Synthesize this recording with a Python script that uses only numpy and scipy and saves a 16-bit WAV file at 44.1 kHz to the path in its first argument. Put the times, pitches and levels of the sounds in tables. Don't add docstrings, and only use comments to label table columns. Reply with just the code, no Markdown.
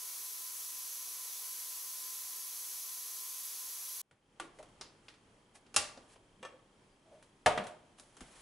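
import sys
import numpy as np
from scipy import signal
from scipy.fft import rfft, irfft, next_fast_len
from scipy.io import wavfile
from scipy.ndimage import map_coordinates

SR = 44100
rng = np.random.default_rng(int(sys.argv[2]) if len(sys.argv) > 2 else 0)


def to_wav(sig):
    pcm = np.clip(np.atleast_2d(sig), -1, 1) * 32767
    pcm = np.round(pcm).astype(np.int16)
    wavfile.write(sys.argv[1], SR, pcm.T)


def level_to_linear(level):
    exponent = np.asarray(level, float) / 20
    return 10 ** exponent


N = 370969
CHANGE_S = 4.0165


def unit(x):
    return x / np.sqrt(np.mean(x ** 2) + 1e-20)


def along(points, hz):
    f, v = np.transpose(points)
    return np.interp(np.log(hz + 1), np.log(f + 1), v)


def curves(rows):
    s, *columns = np.transpose(rows)
    t = np.arange(N) / SR
    return [np.interp(t, s, column) for column in columns]


def wobble(rate):
    knots = rng.standard_normal(int(N * rate / SR) + 4)
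    return map_coordinates(knots, [np.arange(N) * rate / SR])


def filtered(x, response):
    m = next_fast_len(x.shape[-1] + 4096)
    spectrum = rfft(x, m) * response(np.fft.rfftfreq(m, 1 / SR))
    return irfft(spectrum, m)[..., :x.shape[-1]]


def band_limit(x, top_hz, edge_hz, leak_db):
    def response(hz):
        steepness = np.clip((top_hz - hz) / edge_hz, -50, 50)
        return level_to_linear(leak_db / (1 + np.exp(steepness)))
    return filtered(x, response)


def stereo(pair, gain, alike):
    def mid_side_gain(hz):
        angle = np.arccos(np.clip(along(alike, hz), -1, 1)) / 2
        return gain(hz) * [np.cos(angle), np.sin(angle)]
    mid, side = filtered(pair, mid_side_gain)
    return unit(np.array([mid + side, mid - side]))


def swells(rows, floor_db=-120):
    t = np.arange(N) / SR
    power = level_to_linear(2 * floor_db)
    for s, db, rise, fall in rows:
        slope_db = -20 * np.maximum((s - t) / rise, (t - s) / fall)
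        power = power + level_to_linear(2 * (db + slope_db))
    return np.sqrt(power)


def fade_in():
    t = np.arange(N) / SR
    return level_to_linear(-16 * np.clip(1 - (t - CHANGE_S) / 0.41, 0, 1))


def rumble():
    # (t/s, level/dB)
    floor_steps = [
        (4.63, -72.5),
        (5.27, -74.5),
        (5.8, -79),
        (6.0, -76),
        (6.8, -77.5),
        (7.5, -79),
        (8.03, -75),
        (8.41, -70),
    ]
    colour = [(8, -33.0), (25, 0.0), (60, -9), (130, -18), (300, -61.5)]  # (f/Hz, density/dB)
    low = stereo(rng.standard_normal((2, N)), lambda hz: level_to_linear(along(colour, hz)), [(50, 1.0)])
    rise_s, fall_s = 0.35, 1
    rows = [(s, db, rise_s, fall_s) for s, db in floor_steps]
    return fade_in() * swells(rows, floor_db=-80.5) * low


def camera():
    u = (np.arange(N) / SR - 5.2187) % (1 / 29.988)
    chirp = np.sin(2 * np.pi * (2750 * u + 22000 * u ** 2))
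    return level_to_linear(2 * wobble(9.7)) * chirp * np.exp(-((u - .01) / 0.0029) ** 2)


def air():
    # (f/Hz, density/dB)
    air_colour = [(53, -35), (90, -6), (256, -7.5), (374, -8), (414, -9), (594, -12.5), (711, -15.5),
                  (819, -12.5), (1590, -19.5), (2960, -22), (3200, -21.5), (3760, -26.5), (4880, -27.5),
                  (10900, -30.5), (14200, -61.5), (22000, -120)]
    # (f/Hz, likeness/0-1)
    air_alike = [(60, 0.95), (180, 0.97), (550, 0.86), (1650, 0.34), (4970, 0.49), (15000, 1)]
    # (t/s, level/dB, rise/s, fall per 20 dB/s)
    stirred = [
        (4.55, -68, .1, 1.2),
        (5.9, -64, .1, .6),
        (7.65, -65, .15, .45),
        (8.25, -69, .15, 2.5),
    ]
    hush = stereo(rng.standard_normal((2, N)), lambda hz: level_to_linear(along(air_colour, hz)), air_alike)
    ticks = level_to_linear(-6) * camera() * level_to_linear([[1], [-1]])
    return fade_in() * swells(stirred, floor_db=-67) * (level_to_linear(0.56 * wobble(7.3)) * hush + ticks)


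def rustle():
    # (f/Hz, density/dB)
    cloth_colour = [(200, -26), (600, -0.5), (2000, -5.5), (5000, -10), (9000, -8), (11000, -8)]
    # (loudest t/s, level/dB, rise/s, fall per 20 dB/s)
    cloth_strokes = [
        (4.57, -70, .07, .18),
        (5.1, -66, .1, .09),
        (5.558, -52, .016, .045),
        (6.14, -61.5, .2, .05),
        (7.14, -73, .25, .6),
        (7.987, -56, .012, .025),
        (8.03, -69, .05, .6),
        (8.34, -56, .28, .8),
    ]
    cloth = stereo(rng.standard_normal((2, N)), lambda hz: level_to_linear(along(cloth_colour, hz)), [(1000, 0.79)])
    return swells(cloth_strokes) * level_to_linear(1.8 * wobble(60)) * cloth


def ringing(modes, t, blur):
    ring = 0
    for hz, db, t60 in modes:
        drift = blur * np.cumsum(rng.standard_normal(len(t))) / np.sqrt(SR)
        decay = level_to_linear(db + rng.normal(0, 1) - 60 * t / t60)
        ring = ring + decay * np.sin(2 * np.pi * hz * t + drift)
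    return ring * (1 - np.exp(-t / 0.00217))


def nudges():
    # (t/s, peak/dB, f/Hz, rise/s, t60/s)
    pushes = [(4.115, -69, 130, .01, .12), (4.592, -44, 610, .012, .08), (5.765, -65, 95, .008, .25),
              (5.97, -61, 260, .008, .1), (6.375, -62, 200, .015, .1), (6.4, -62, 220, .01, .1),
              (6.515, -59, 530, .02, .2), (7.05, -66, 640, .04, .4), (7.11, -58, 620, .03, .3),
              (7.58, -50, 190, .01, .2), (8.208, -57, 45, .008, .15), (8.208, -59, 240, .005, .1)]
    out, t = np.zeros(N + SR), np.arange(SR // 2) / SR
    for s, db, hz, rise, t60 in pushes:
        swell = 1 + t60 / rise / 7
        push = swell * (1 - np.exp(-t / rise)) * ringing([(hz, db + 4, t60)], t, blur=16)
        out[round(s * SR):][:len(t)] += push
    return out[:N]


def squeak():
    # (t/s, length/s, first f/Hz, fall/Hz, level/dB)
    seal_slips = [
        (6.74, .15, 5440, 560, -89),
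        (6.89, .075, 4850, 320, -87),
    ]
    out = np.zeros(N)
    for s, long_s, hz, fall_hz, db in seal_slips:
        u = np.clip((np.arange(N) / SR - s) / long_s, 0, 1)
        pitch = hz - fall_hz * u ** 2 + 30 * wobble(40)
        level = np.abs(np.sin(np.pi * u)) ** .5 * np.sqrt(2) * level_to_linear(db + 2.5 * wobble(40))
        out += level * np.sin(2 * np.pi * np.cumsum(pitch) / SR)
    return out


def tail():
    # (f/Hz, t60/s)
    kitchen_decay = [(150, .55), (1000, .52), (2000, .42), (4000, .39), (7700, .33), (11000, .29)]
    # (f/Hz, likeness/0-1)
    room_alike = [(100, .95), (300, .92), (600, .72), (1200, .6), (2000, .72), (4000, .55), (10000, .6)]
    hz, t, z = signal.stft(rng.standard_normal((2, SR // 2)), SR, nperseg=256)
    room = level_to_linear(-60 * t / along(kitchen_decay, hz)[:, None])
    counter = level_to_linear(along([(500, -2), (8000, 3)], hz)[:, None] - 60 * t / .07)
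    noise = signal.istft(z * (room + counter), SR, nperseg=256)[1]
    pair = stereo(noise, np.ones_like, room_alike)
    return pair / np.sqrt(pair.shape[1])


def contacts(events, t60, top_db, modes=(), ring_db=-6, wet_db=-3):
    out, t = np.zeros((2, N + SR)), np.arange(SR // 4) / SR
    for s, db, low_db, mid_db in events:
        points = [(35, low_db - 37.5), (90, low_db - 17.5), (250, low_db - 3.5), (450, low_db + 4.5),
                  (700, low_db + 5.0), (2000, 0.0032), (3300, 0.25 * mid_db), (5000, mid_db + 1.5),
                  (9000, mid_db + top_db)]
        colour = lambda hz: level_to_linear(along(points, hz))
        crack = level_to_linear(6 - 60 * t / t60) * filtered(rng.standard_normal(len(t)), colour)
        ring = level_to_linear(ring_db) * ringing(modes, t, blur=10.1)
        room = tail()
        wet = level_to_linear(-0.5) * signal.fftconvolve(ring[None], room, axes=1)[:, :room.shape[1]]
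        wet = wet + level_to_linear(8.5) * np.sqrt(t60 * SR / np.log(1e6)) * filtered(room, colour)
        out[:, round(s * SR):][:, :len(t)] += level_to_linear(db) * (crack + ring) * level_to_linear([[.4], [-.4]])
        out[:, round((s + .003) * SR):][:, :wet.shape[1]] += level_to_linear(db + wet_db) * wet
    return out[:, :N]


def dry_ticks():
    # (t/s, peak/dB, low/dB, mid/dB)
    taps = [
        (4.1111, -57, 0, -14.5),
        (4.588, -51.5, 5, -8.5),
        (4.6278, -54, 10, -6.5),
        (4.6882, -63, -2, -9),
        (7.2265, -56.5, -4, -6.5),
        (7.6394, -49, -8, -6),
        (7.6684, -43, 0, -8),
        (7.9977, -54, 5.5, 0.5),
        (8.1684, -51.5, 5, -6.5),
        (8.2073, -44, -3.5, -8),
    ]
    return contacts(taps, t60=0.019, top_db=2.5, wet_db=-1.0)


def lid_twists():
    # (t/s, peak/dB, low/dB, mid/dB)
    catches = [
        (4.811, -43.5, 0, 4.5),
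        (5.0836, -46, -12, -6),
        (5.1394, -60.5, -10, -2),
        (5.664, -60.5, -9, -5),
        (5.974, -57, 13, 1.5),
        (6.1597, -62.5, 8, -9),
    ]
    return contacts(catches, t60=0.037, top_db=-12.0, wet_db=-2.5)


def grip():
    # (t/s, peak/dB, low/dB, mid/dB)
    bowl_knock = [
        (4.3988, -34.5, -0.77, -12),
    ]
    # (f/Hz, level/dB, t60/s)
    bowl_modes = [(348, -9.5, 0.33), (583, -9, .08), (1150, 0, 0.08), (1440, 7, 0.025)]
    return contacts(bowl_knock, t60=0.024, top_db=3.0, modes=bowl_modes, ring_db=-5.5, wet_db=-3.0)


def unlock():
    # (t/s, peak/dB, low/dB, mid/dB)
    latch_snaps = [
        (5.7425, -45.5, 3.5, 0.18),
        (5.7625, -22.5, -7.5, 0.82),
    ]
    # (f/Hz, level/dB, t60/s)
    latch_modes = [(620, -9, 0.21), (836, -7.5, 0.1), (1173, -2, 0.11), (1412, -2, .07), (2755, 1.5, 0.061),
                   (5450, 0, 0.04)]
    return contacts(latch_snaps, t60=.034, top_db=.2, modes=latch_modes, ring_db=-7, wet_db=-1.5)


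def lift():
    # (t/s, peak/dB, low/dB, mid/dB)
    rim_knocks = [
        (6.4288, -41.5, 0.91, -14.5),
        (6.4502, -42, 1.32, -13),
    ]
    # (f/Hz, level/dB, t60/s)
    rim_modes = [(535, -2, .14), (930, -5, .1), (1150, -4, .13), (1300, -6, .08), (1790, -8, .18),
                 (2400, -7, .06), (2800, -2, .04), (3290, -2, .04), (5450, -18, .08), (6200, -17, .1),
                 (7850, -15, .1)]
    return contacts(rim_knocks, t60=0.024, top_db=-2.2, modes=rim_modes, ring_db=-2.5, wet_db=-3)


def set_down():
    # (t/s, peak/dB, low/dB, mid/dB)
    landing = [
        (7.461, -18.5, -8, -14.5),
    ]
    # (t/s, peak/dB, low/dB, mid/dB)
    rebound = [
        (7.5762, -27, 0.5, -19.5),
    ]
    # (f/Hz, level/dB, t60/s)
    lid_modes = [(142, -21, 0.11), (286, -22.5, 0.065), (475, -17.5, 0.13), (526, -22, 0.1),
                 (613, -12, 0.24), (636, -11.5, 0.11), (721.6, -2.5, 0.13), (790, -10, 0.076),
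                 (926, -10.5, 0.076), (983, -18.5, 0.21), (1095, -20, 0.14), (1218, -14, 0.073),
                 (1272, -16.5, 0.12), (1704, -12, .06), (2210, -21, 0.13)]
    landed = contacts(landing, t60=0.044, top_db=-0.8, modes=lid_modes, ring_db=6.0, wet_db=-1.5)
    return landed + contacts(rebound, t60=0.04, top_db=-2, modes=lid_modes, ring_db=-7.5, wet_db=-2.5)


def processor():
    # (t/s, gear whine f/Hz, level/dB)
    motor_run = [(0, 1011, -43.1), (.3, 1014.5, -43), (1.7, 1018, -43), (2.45, 1023.5, -43),
                 (4.02, 1030, -42.9)]
    # (multiple of the turn, level/dB rms)
    shaft_orders = [(7, -89.5), (10, -84.5), (17, -81), (21, -85), (24, -68.5), (27, -76.5), (28, -80.5),
                    (31, -77.5), (35, -83), (45, -78.5), (46, -90.5), (53, -76)]
    turn_beat = [(3, 0.04), (4, 0), (5, 0.03), (6, 0), (7, 0), (9, 0), (10, 0.08), (12, 0.02), (19, 0.06),
                 (26, 0.03)]
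    # (f/Hz, density/dB)
    whir_colour = [(18, -65), (30, -42.5), (208, -30), (422, -19.5), (641, -28.5), (711, -17.5), (949, -17),
                   (1030, -10.5), (1230, -16.5), (2080, -16), (5920, -4.5), (8550, -7.5), (11400, -0.5),
                   (15600, -13.5)]
    # (f/Hz, width/Hz, level/dB)
    housing_modes = [(3450, 33, -11), (4080, 120, -11), (4600, 29, -9), (5960, 130, -4), (6490, 220, -4),
                     (7270, 61, -10), (7760, 79, -6), (8060, 150, -7), (8680, 54, -7), (9010, 46, -7),
                     (9750, 300, -6), (10100, 93, -7), (10700, 26, -3), (11200, 53, -1), (11400, 120, 0),
                     (11700, 61, 0), (12200, 76, -2), (12900, 81, -6), (13800, 100, -7), (14300, 130, -8),
                     (15000, 110, -7), (520, 90, -22), (3450, 30, -12), (5700, 40, -3), (10400, 60, -3),
                     (10790, 40, -1), (10930, 50, -2), (11145, 35, 2), (15550, 300, -5)]
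    # (f/Hz, likeness/0-1)
    whir_alike = [(60, 0.87), (180, 1), (550, 1), (1650, 0.95), (4970, 0.81), (15000, 0.91)]

    whine_hz, level_db = curves(motor_run)
    teeth = 24
    turn = 2 * np.pi * np.cumsum(whine_hz * (1 + 0.00071 * wobble(9.04))) / teeth / SR
    tones = 0
    for k, db in shaft_orders:
        tones = tones + np.sqrt(2) * level_to_linear(db + 1.3 * wobble(11)) * np.sin(k * turn + 7 * rng.random())
    beat = 1
    for k, depth in turn_beat:
        beat = beat + depth * np.cos(k * turn + 7 * rng.random())

    def gain(f):
        power = sum(level_to_linear(2 * db) / (1 + (1.3 * (f - c) / w) ** 2) ** 2 for c, w, db in housing_modes)
        return np.hypot(level_to_linear(along(whir_colour, f)), level_to_linear(2.5) * np.sqrt(power))

    whir = stereo(rng.standard_normal((2, N)) * beat, gain, whir_alike)
    t = np.arange(SR // 10) / SR
    echoes = rng.standard_normal((2, SR // 10)) * level_to_linear(-60 * t / 0.42)
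    whir += level_to_linear(-11) * unit(signal.fftconvolve(whir, echoes, axes=1)[:, :N])
    return level_to_linear(level_db + 0.21 * wobble(5.17)) * unit(whir) + tones


def scene():
    quiet = rumble() + air() + rustle() + nudges() + squeak()
    quiet += dry_ticks() + lid_twists()
    quiet += grip() + unlock() + lift() + set_down()
    quiet = band_limit(quiet, top_hz=11200, edge_hz=60, leak_db=-50)
    machine = band_limit(processor(), top_hz=15750, edge_hz=12, leak_db=-60)
    running = np.clip((CHANGE_S - np.arange(N) / SR) / 0.00084, 0, 1)
    return running * machine + (1 - running) * quiet


def low_pass(x):
    return signal.sosfilt(signal.butter(12, 16670, fs=SR, output="sos"), x)


def record(dry):
    mix = dry + level_to_linear(-106) * rng.standard_normal(dry.shape)
    return low_pass(mix)


dry = scene()
out = record(dry)
to_wav(out)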